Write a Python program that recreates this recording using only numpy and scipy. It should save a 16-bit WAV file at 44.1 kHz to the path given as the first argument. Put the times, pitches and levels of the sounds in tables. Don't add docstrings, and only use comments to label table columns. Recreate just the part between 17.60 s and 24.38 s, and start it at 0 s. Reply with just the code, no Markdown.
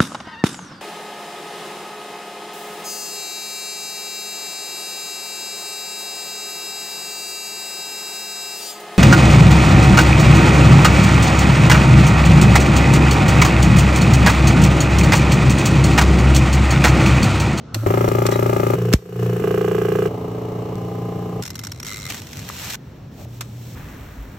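import sys
import numpy as np
from scipy import signal
from scipy.fft import rfft, irfft
from scipy.io import wavfile
from scipy.ndimage import uniform_filter1d, minimum_filter1d

SR = 44100
rng = np.random.default_rng(int(sys.argv[2]) if len(sys.argv) > 2 else 0)


def transcribe(u):
    v = np.clip(np.atleast_2d(u).T, -1, 1)
    q = np.round(v * 32767).astype(np.int16)
    wavfile.write(sys.argv[1], SR, q)


N = 299020
T = np.arange(N) / SR
PUMP_STOP_S = 3.82

# (frequency [Hz], level [dB])
AT_PANEL = [(120, -4.5), (204, -9), (234, -16), (263, 2.5), (292, -10), (321, -1), (395, 9.5), (455, -7.5),
            (550, -2), (740, -8), (1080, -18.5), (1200, -11.5), (1340, -12.5), (1470, -26), (2000, -26),
            (3000, -34), (5000, -66)]
AT_SWITCH = [(120, -11.5), (204, -8.5), (292, -21.5), (321, -2.5), (350, -11), (380, 2.5), (438, 6),
             (467, -8), (496, 2.5), (560, -22.5), (670, -16), (900, -26.5), (1170, -22), (1650, -27.5),
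             (2200, -38), (2900, -31.5), (4500, -70.5)]
AT_PUMP = [(145, -10.5), (204, -14.5), (263, 0.5), (292, -23), (321, 1.5), (350, -12), (435, 4.5),
           (475, -7), (600, -13.5), (800, -19), (920, -23.5), (1050, -23), (1230, -26.5), (1450, -38),
           (5000, -53.5)]
# (frequency [Hz], left minus right [dB])
PANEL_LEAN = [(130, 6.5), (380, 5), (650, 7.5), (1290, 2), (2400, -6), (4400, 11)]
PUMP_LEAN = [(350, 2), (700, -7.5), (1290, -8), (4400, -8.5)]
CENTRED = [(100, 0.0026)]
# (delay [s], gain [ratio])
PANEL_SLAP, PUMP_SLAP = (0.002447, 0.67), (0.002234, -0.62)
# (housing response, lean, right-ear lag frequency [Hz], slap)
PLACES = ([(AT_PANEL, PANEL_LEAN, 740, PANEL_SLAP)] * 2
          + [(AT_SWITCH, CENTRED, 4900, PUMP_SLAP), (AT_SWITCH, PUMP_LEAN, 5000, PUMP_SLAP)]
          + [(AT_PUMP, CENTRED, 9000, PUMP_SLAP)] * 2)
# (start [s], first knock [s], shaft speed [turns/s])
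PUMP_RUNS = [(.26, .305, 29.0), (.487, .5157, 29.04), (1.155, 1.183, 29.33), (1.82, 1.8396, 29.22),
             (2.485, 2.508, 29.29), (3.155, 3.178, 29.27)]
# (knock [dB], 4th order [dB], 6th order [dB], mains [dB], hiss [dB], echo [dB])
PUMP_LEVELS = [(-17.5, -21, -27, -44, -33.5, -0.5), (-18, -22.5, -29, -35, -34, -2),
               (-24.5, -27, -26, -25.5, -40.5, 0.5), (-19, -30, -26, -49, -39, -2.5),
               (-30, -31.5, -33.5, -66, -51.5, 6.5), (-31.5, -31.5, -30.5, -50, -49.5, 6)]
# (frequency [Hz], level [dB])
AIR_TONE = [(1760, -3.5), (3000, -7), (7400, -7.5), (13000, -5), (16000, -11)]
# (frequency [Hz], level [dB])
MOTOR_WHINE = [(2137, -61), (2880, -58.5)]
# (start [s], end [s], frequency [Hz], level [dB])
MOTOR_HUMS = [(0.14, 0.27, 110.5, -24), (3.157, 3.818, 797, -44), (3.16, 3.825, 1024, -51),
              (5.646, 6.156, 118.3, -36.5)]

# (time [s], peak [dB], t60 [s])
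CLICKS = [(0.1443, -9, 0.034), (0.487, -12.5, 0.0077), (0.664, -6, 0.034), (0.713, -17.5, 0.15),
          (1.328, -8.5, 0.017), (1.335, 5.5, 0.081), (3.1548, -24.5, 0.0061), (5.808, -13, 0.047)]
POP_TIMES = [3.823, 3.8337, 3.8525, 3.8615, 3.8763, 3.9029, 3.954, 3.991, 4.036, 4.048, 4.0687, 4.1176,
             4.199, 4.2286, 4.247, 4.266, 4.279]
# (time [s], peak [dB])
CLAY_SNAPS = [(4.501, -11.5), (4.521, -16), (4.618, -21), (4.669, -23), (4.731, -21), (4.77, -21.5),
              (4.791, -21), (4.889, -14.5)]
# (start [s], peak time [s], peak level [dB])
SQUEEZES = [(3.82, 3.83, -45.5), (4.255, 4.3, -32.5)]
SCRAPES = [(4.488, 4.485, -30.5), (4.604, 4.806, -37), (4.867, 5.137, -28)]
STROKES = [(5.513, 5.613, -44.5), (5.652, 5.752, -46.5), (5.79, 6.088, -43)]
SLIDES = [(5.157, 5.25, -54), (6.152, 6.168, -41)]
# (frequency [Hz], level [dB])
CLICK_TONE = [(350, -52.5), (600, 3), (1700, 2), (8160, -3), (13400, -7), (16000, -26)]
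POP_TONE = [(410, -53), (900, -9), (4000, -10), (6000, -9), (12600, -10.5), (16000, -31)]
SQUEEZE_TONE = [(500, -37), (1200, -12), (7830, -6.5), (13000, -12.5), (16000, -22)]
SCRAPE_TONE = [(240, -33), (400, -5), (2470, 1), (12900, -5), (16000, -16)]
STROKE_TONE = [(400, -24), (2500, -9.5), (13000, -13.5)]
SLIDE_TONE = [(240, -14), (400, -3.5), (1700, -3), (5030, -19), (13000, -17)]
BUMP_TONE = [(25, -15), (60, 7.5), (150, -18.5), (260, -4.5), (600, -62)]
# (frequency [Hz], bandwidth [Hz], gain [ratio])
POCKET_RINGS = [(1460, 120, 1.1), (5480, 180, 2.6)]
NOZZLE_RINGS = [(1320, 190, 2.4), (2080, 77, 7.7), (3960, 240, 2), (5540, 260, 0.67)]
# (frequency [Hz], bandwidth [Hz], level [dB])
KNOB_MODES = [(1950, 73, 2), (3870, 26, -7)]
PANEL_MODES = [(1330, 110, 0)]
BOX_MODES = [(315, 81, 0.076), (580, 150, -1.1)]
TABLE_MODES = [(616, 100, 0), (334, 100, -4)]
SMACK_MODES = [(1160, 320, 0)]
# (time [s], half-
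# width [s], level [dB])
KNOB_RUBS = [(0.737, 0.024, -35.5)]
PANEL_RUBS = [(0.19, 0.11, -45)]
BOX_RUBS = [(.16, 0.011, -31), (.236, 0.012, -30)]
TABLE_RUBS = [(5.605, 0.024, -39.5), (5.655, 0.0039, -38.5)]

# (frequency [Hz], level [dB])
ROOM_TONE = [(25, -39.5), (55, -8), (110, 2), (240, -8.5), (700, -22.5), (1700, -34), (5400, -40.5),
             (16000, -76)]
# (start [s], level [dB])
ROOM_LEVELS = [(0, -36), (2.485, -35), (3.82, -37), (5.157, -39)]
# (frequency [Hz], side minus mid [dB])
STEREO_WIDTH = [(60, -40.5), (400, -4), (2500, -4.5), (6000, -1.5), (14000, 4)]
# (frequency [Hz], gain [dB])
MID_TONE = [(4400, 0.5), (4900, -5), (5300, 2.5), (8200, -1), (9400, -20), (11100, -23), (11900, -0.5)]
SIDE_TONE = [(11500, -1.5), (14500, -8)]


def pump(run, end, levels, place, tick_db=-3, tick_turn=0.54, tick_hz=2000, puff=2.8):
    start, first, rate = run
    knock_db, fourth_db, sixth_db, mains_db, hiss_db, echo_db = levels
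    housing, lean, lag_hz, (slap_s, slap_gain) = place
    run_up = .25 * np.exp(-(T - PUMP_RUNS[0][0]) / .018)
    turns = (T - first) * rate + run_up + .0035 * drift(size=4000)
    slap = slap_gain * high_pass(strikes(turns - slap_s * rate), 670)
    tick = amp(tick_db) * high_pass(strikes(turns - tick_turn), tick_hz)
    blow = colour(high_pass(strikes(turns), 74) + slap + tick, housing)
    blow = disperse(blow, hz=420, q=1.5)
    ears = np.array([blow, disperse(blow, lag_hz, q=1)])
    ears += amp(echo_db) * echo(blow, t60=.08, low_hz=760)
    knock = np.array([colour(ear, [(hz, sign * db / 2) for hz, db in lean])
                      for ear, sign in zip(ears, (1, -1))])
    hum = amp(fourth_db) * np.cos(2 * np.pi * 4 * turns + np.pi / 2)
    hum -= amp(sixth_db) * np.cos(2 * np.pi * 6 * turns)
    hum += amp(mains_db) * np.cos(2 * np.pi * 120 * T)
    airflow = 1 + puff / (1 + amp(2 * echo_db)) * np.exp(-((turns % 1 - .16) / 0.078) ** 2)
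    air = amp(hiss_db) * unit_rms(noise(airflow, AIR_TONE))
    churn = amp(knock_db + echo_db - 13) * unit_rms(high_pass(noise(airflow, housing), 560, order=6))
    return between(start, end) * (amp(knock_db) * unit_rms(knock) + np.sqrt(2) * hum + air + churn)


def motor():
    hum = sum(between(start, end) * amp(db) * unit_rms(np.sin(2 * np.pi * hz * T + 0.43 * drift(2500)))
              for start, end, hz, db in MOTOR_HUMS)
    whine = sum(amp(db) * unit_rms(np.sin(2 * np.pi * hz * T + 2 * drift(200))) for hz, db in MOTOR_WHINE)
    air = between(0.14, .26) * amp(-42) * unit_rms(noise(np.ones(N), AIR_TONE))
    return hum + between(PUMP_RUNS[0][0], PUMP_STOP_S) * whine + air


def switches(thump_s=1.339, thump_db=22, thump_hz=55, thump_t60=0.069, jolt_cycles=1.3, jolt_s=0.0035):
    clicks = sum(burst(s, db, t60, CLICK_TONE) for s, db, t60 in CLICKS)
    t = np.maximum(T - thump_s, 0)
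    onset = 1 - np.exp(-t / jolt_s)
    cycles = thump_hz * t + jolt_cycles * onset
    thump = amp(thump_db - 60 * t / thump_t60) * onset * np.sin(2 * np.pi * cycles)
    box = sum(judder(*row, BOX_MODES) for row in BOX_RUBS)
    panel = sum(judder(*row, PANEL_MODES) for row in PANEL_RUBS)
    reflections = amp(-14.5) * echo(clicks[0], t60=0.53, low_hz=300)
    knob = sum(judder(*row, KNOB_MODES) for row in KNOB_RUBS)
    return clicks + thump + box + panel + reflections + knob


def air_pockets(first_db=-17.5, fade_db_per_s=6):
    sizes = 1 + .022 * rng.standard_normal(len(POP_TIMES))
    pops = [burst(s, first_db - fade_db_per_s * (s - POP_TIMES[0]), 0.018, POP_TONE, rise_s=0.0039)
            for s in POP_TIMES]
    return sum(resonate(pop, [(hz / size, width, gain) for hz, width, gain in POCKET_RINGS])
               for pop, size in zip(pops, sizes))


def sputter(slips_per_s=80, jitter=.22, uneven_db=2.5, smooth=0.22):
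    slips = np.cumsum(slips_per_s * np.exp(jitter * drift(size=500))) / SR
    sizes = amp(uneven_db * rng.standard_normal(N))[slips.astype(int)]
    puffs = sizes * np.sin(np.pi * slips) ** 6
    return unit_rms(resonate(noise(puffs + smooth, SQUEEZE_TONE), NOZZLE_RINGS))


def rub(tone, grains_per_s, grain_s, smooth):
    sizes = amp(3.2 * np.minimum(rng.exponential(1, N), 4))
    tears = rng.random(N) < grains_per_s / SR
    grains = unit_rms(signal.lfilter([1], [1, -np.exp(-1 / (grain_s * SR))], sizes * tears))
    return unit_rms(noise(grains + smooth, tone))


def flop(s, hz, db, t60):
    t = np.maximum(T - s, 0)
    return amp(db - 60 * t / t60) * np.sin(2 * np.pi * hz * t)


def clay():
    direct = air_pockets()
    direct += sum(burst(s, db, t60=0.017, tone=SCRAPE_TONE) for s, db in CLAY_SNAPS)
    direct += judder(s=4.9005, half_width_s=0.002, db=-25.5, modes=SMACK_MODES)
    squeeze = force(SQUEEZES, SCRAPES[0][0], swell_db=0, ease_db_per_s=8)
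    scrape = force(SCRAPES, SLIDES[0][0], swell_db=8.5, ease_db_per_s=42)
    stroke = force(STROKES, SLIDES[1][0], swell_db=12, ease_db_per_s=10)
    slide = force(SLIDES, N / SR, swell_db=4, ease_db_per_s=10.5)
    direct += squeeze * sputter()
    direct += scrape * rub(SCRAPE_TONE, grains_per_s=800, grain_s=0.00082, smooth=1.36)
    direct += stroke * rub(STROKE_TONE, grains_per_s=400, grain_s=0.00067, smooth=4.0)
    direct += slide * rub(SLIDE_TONE, grains_per_s=830, grain_s=0.00055, smooth=3.4)
    bumps = slide * amp(4.5) * unit_rms(noise(np.ones(N), BUMP_TONE))
    reflections = amp(-21) * echo(direct[0], t60=0.075, low_hz=400)
    table = sum(judder(*row, TABLE_MODES) for row in TABLE_RUBS)
    return direct + reflections + bumps + table + flop(s=6.588, hz=52, db=-28, t60=0.4)


def judder(s, half_width_s, db, modes):
    t = T[:SR // 10]
    ring = sum(amp(level) * np.exp(-np.pi * width * t) * np.sin(2 * np.pi * hz * t)
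               for hz, width, level in modes)
    friction = np.exp(-((T - s) / half_width_s) ** 2) * rng.standard_normal((2, N))
    friction = friction + friction[::-1] / 2
    return amp(db) * signal.oaconvolve(friction, ring[None] / np.linalg.norm(ring), axes=1)[:, :N]


def burst(s, peak_db, t60, tone, rise_s=0.00089):
    t = T[:SR // 6]
    crack = noise((1 - np.exp(-t / rise_s)) * amp(-60 * t / t60), tone)
    crack *= amp(peak_db) / abs(crack).max()
    return np.pad(crack, ((0, 0), (round(s * SR), N)))[:, :N]


def echo(x, t60, low_hz):
    t = T[:SR // 3]
    tail = rng.standard_normal((2, len(t))) * amp(-60 * t / t60)
    for _ in range(2):
        flat = irfft(np.exp(1j * np.angle(rfft(tail))), len(t))
        tail = flat * np.exp(-t / t60) * (t > .002)
    tail = high_pass(tail, low_hz, order=4)
    return signal.oaconvolve(x[None], tail / np.linalg.norm(tail[0]), axes=1)[:, :N]


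def room():
    starts, db = np.transpose(ROOM_LEVELS)
    level_db = uniform_filter1d(db[np.searchsorted(starts[1:], T)], size=2000)
    return amp(level_db + 0.5 * drift(size=3000)) * unit_rms(noise(np.ones(N), ROOM_TONE))


def strikes(turns):
    at = np.flatnonzero(np.diff(np.floor(turns)) > 0)
    late = (np.ceil(turns[at]) - turns[at]) / (turns[at + 1] - turns[at])
    size = 1 + 0.012 * rng.standard_normal(len(at))
    out = np.zeros(N)
    out[at], out[at + 1] = size * (1 - late), size * late
    return out


def force(pushes, end, swell_db, ease_db_per_s):
    out = np.zeros(N)
    stops = [row[0] for row in pushes[1:]] + [end]
    for (start, peak, db), stop in zip(pushes, stops):
        to_go = np.clip((peak - T) / max(peak - start, 1e-3), 0, 1)
        level_db = db - swell_db * to_go - ease_db_per_s * np.maximum(T - peak, 0)
        out += between(start, stop) * amp(level_db)
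    return out


def resonate(x, modes):
    return x + sum(gain * signal.lfilter(*signal.iirpeak(hz, hz / width, fs=SR), x)
                   for hz, width, gain in modes)


def disperse(x, hz, q):
    return x - 2 * signal.lfilter(*signal.iirpeak(hz, q, fs=SR), x)


def noise(envelope, tone):
    mid, side = (colour(envelope * rng.standard_normal(len(envelope)), tone) for _ in range(2))
    side = colour(side, STEREO_WIDTH)
    return np.array([mid + side, mid - side])


def colour(x, tone, size=4096):
    level_db = spectrum_db(tone, abs(np.fft.fftfreq(size, 1 / SR)))
    log_gain = np.log(amp(np.maximum(level_db, -100)))
    taps = np.fft.ifft(np.exp(np.conj(signal.hilbert(log_gain)))).real
    return signal.oaconvolve(x, taps)[:len(x)]


def high_pass(x, hz, order=2):
    return signal.sosfilt(signal.butter(order, hz, "high", fs=SR, output="sos"), x)


def spectrum_db(tone, hz):
    table_hz, db = np.transpose(tone)
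    return np.interp(np.log(hz + 1), np.log(table_hz + 1), db)


def between(start, end):
    return uniform_filter1d(((T >= start) & (T < end)) * 1., size=90)


def drift(size):
    return unit_rms(uniform_filter1d(uniform_filter1d(rng.standard_normal(N), size), size))


def unit_rms(x):
    return x / np.sqrt(np.mean(x ** 2) + 1e-20)


def amp(db):
    return 10 ** (np.asarray(db) / 20)


def scene():
    ends = [run[0] for run in PUMP_RUNS[1:]] + [PUMP_STOP_S]
    pumping = sum(pump(*row) for row in zip(PUMP_RUNS, ends, PUMP_LEVELS, PLACES))
    return pumping + motor() + switches() + clay() + room()


def record(dry, ceiling_db=-2.0, hold_s=0.09, recovery_db_per_s=95, edge_hz=16200):
    hz = np.fft.rfftfreq(N, 1 / SR)
    mid = irfft(rfft((dry[0] + dry[1]) / 2) * amp(spectrum_db(MID_TONE, hz)), N)
    side = irfft(rfft((dry[0] - dry[1]) / 2) * amp(spectrum_db(SIDE_TONE, hz)), N)
    stereo = np.array([mid + side, mid - side])
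    over_db = np.maximum(20 * np.log10(abs(stereo).max(0) + 1e-9) - ceiling_db, 0)
    recovery_db = T * recovery_db_per_s
    cut_db = np.maximum.accumulate(over_db + recovery_db) - recovery_db
    hold = int(hold_s * SR) // 2 * 2 + 1
    held_db = -minimum_filter1d(-cut_db, hold, origin=hold // 2)
    ducked = stereo * amp(-uniform_filter1d(held_db, size=16))
    low_pass = signal.firwin(511, edge_hz, window=("kaiser", 9), fs=SR)
    return signal.oaconvolve(ducked, low_pass[None], "same")


dry = scene()
out = record(dry)
transcribe(out)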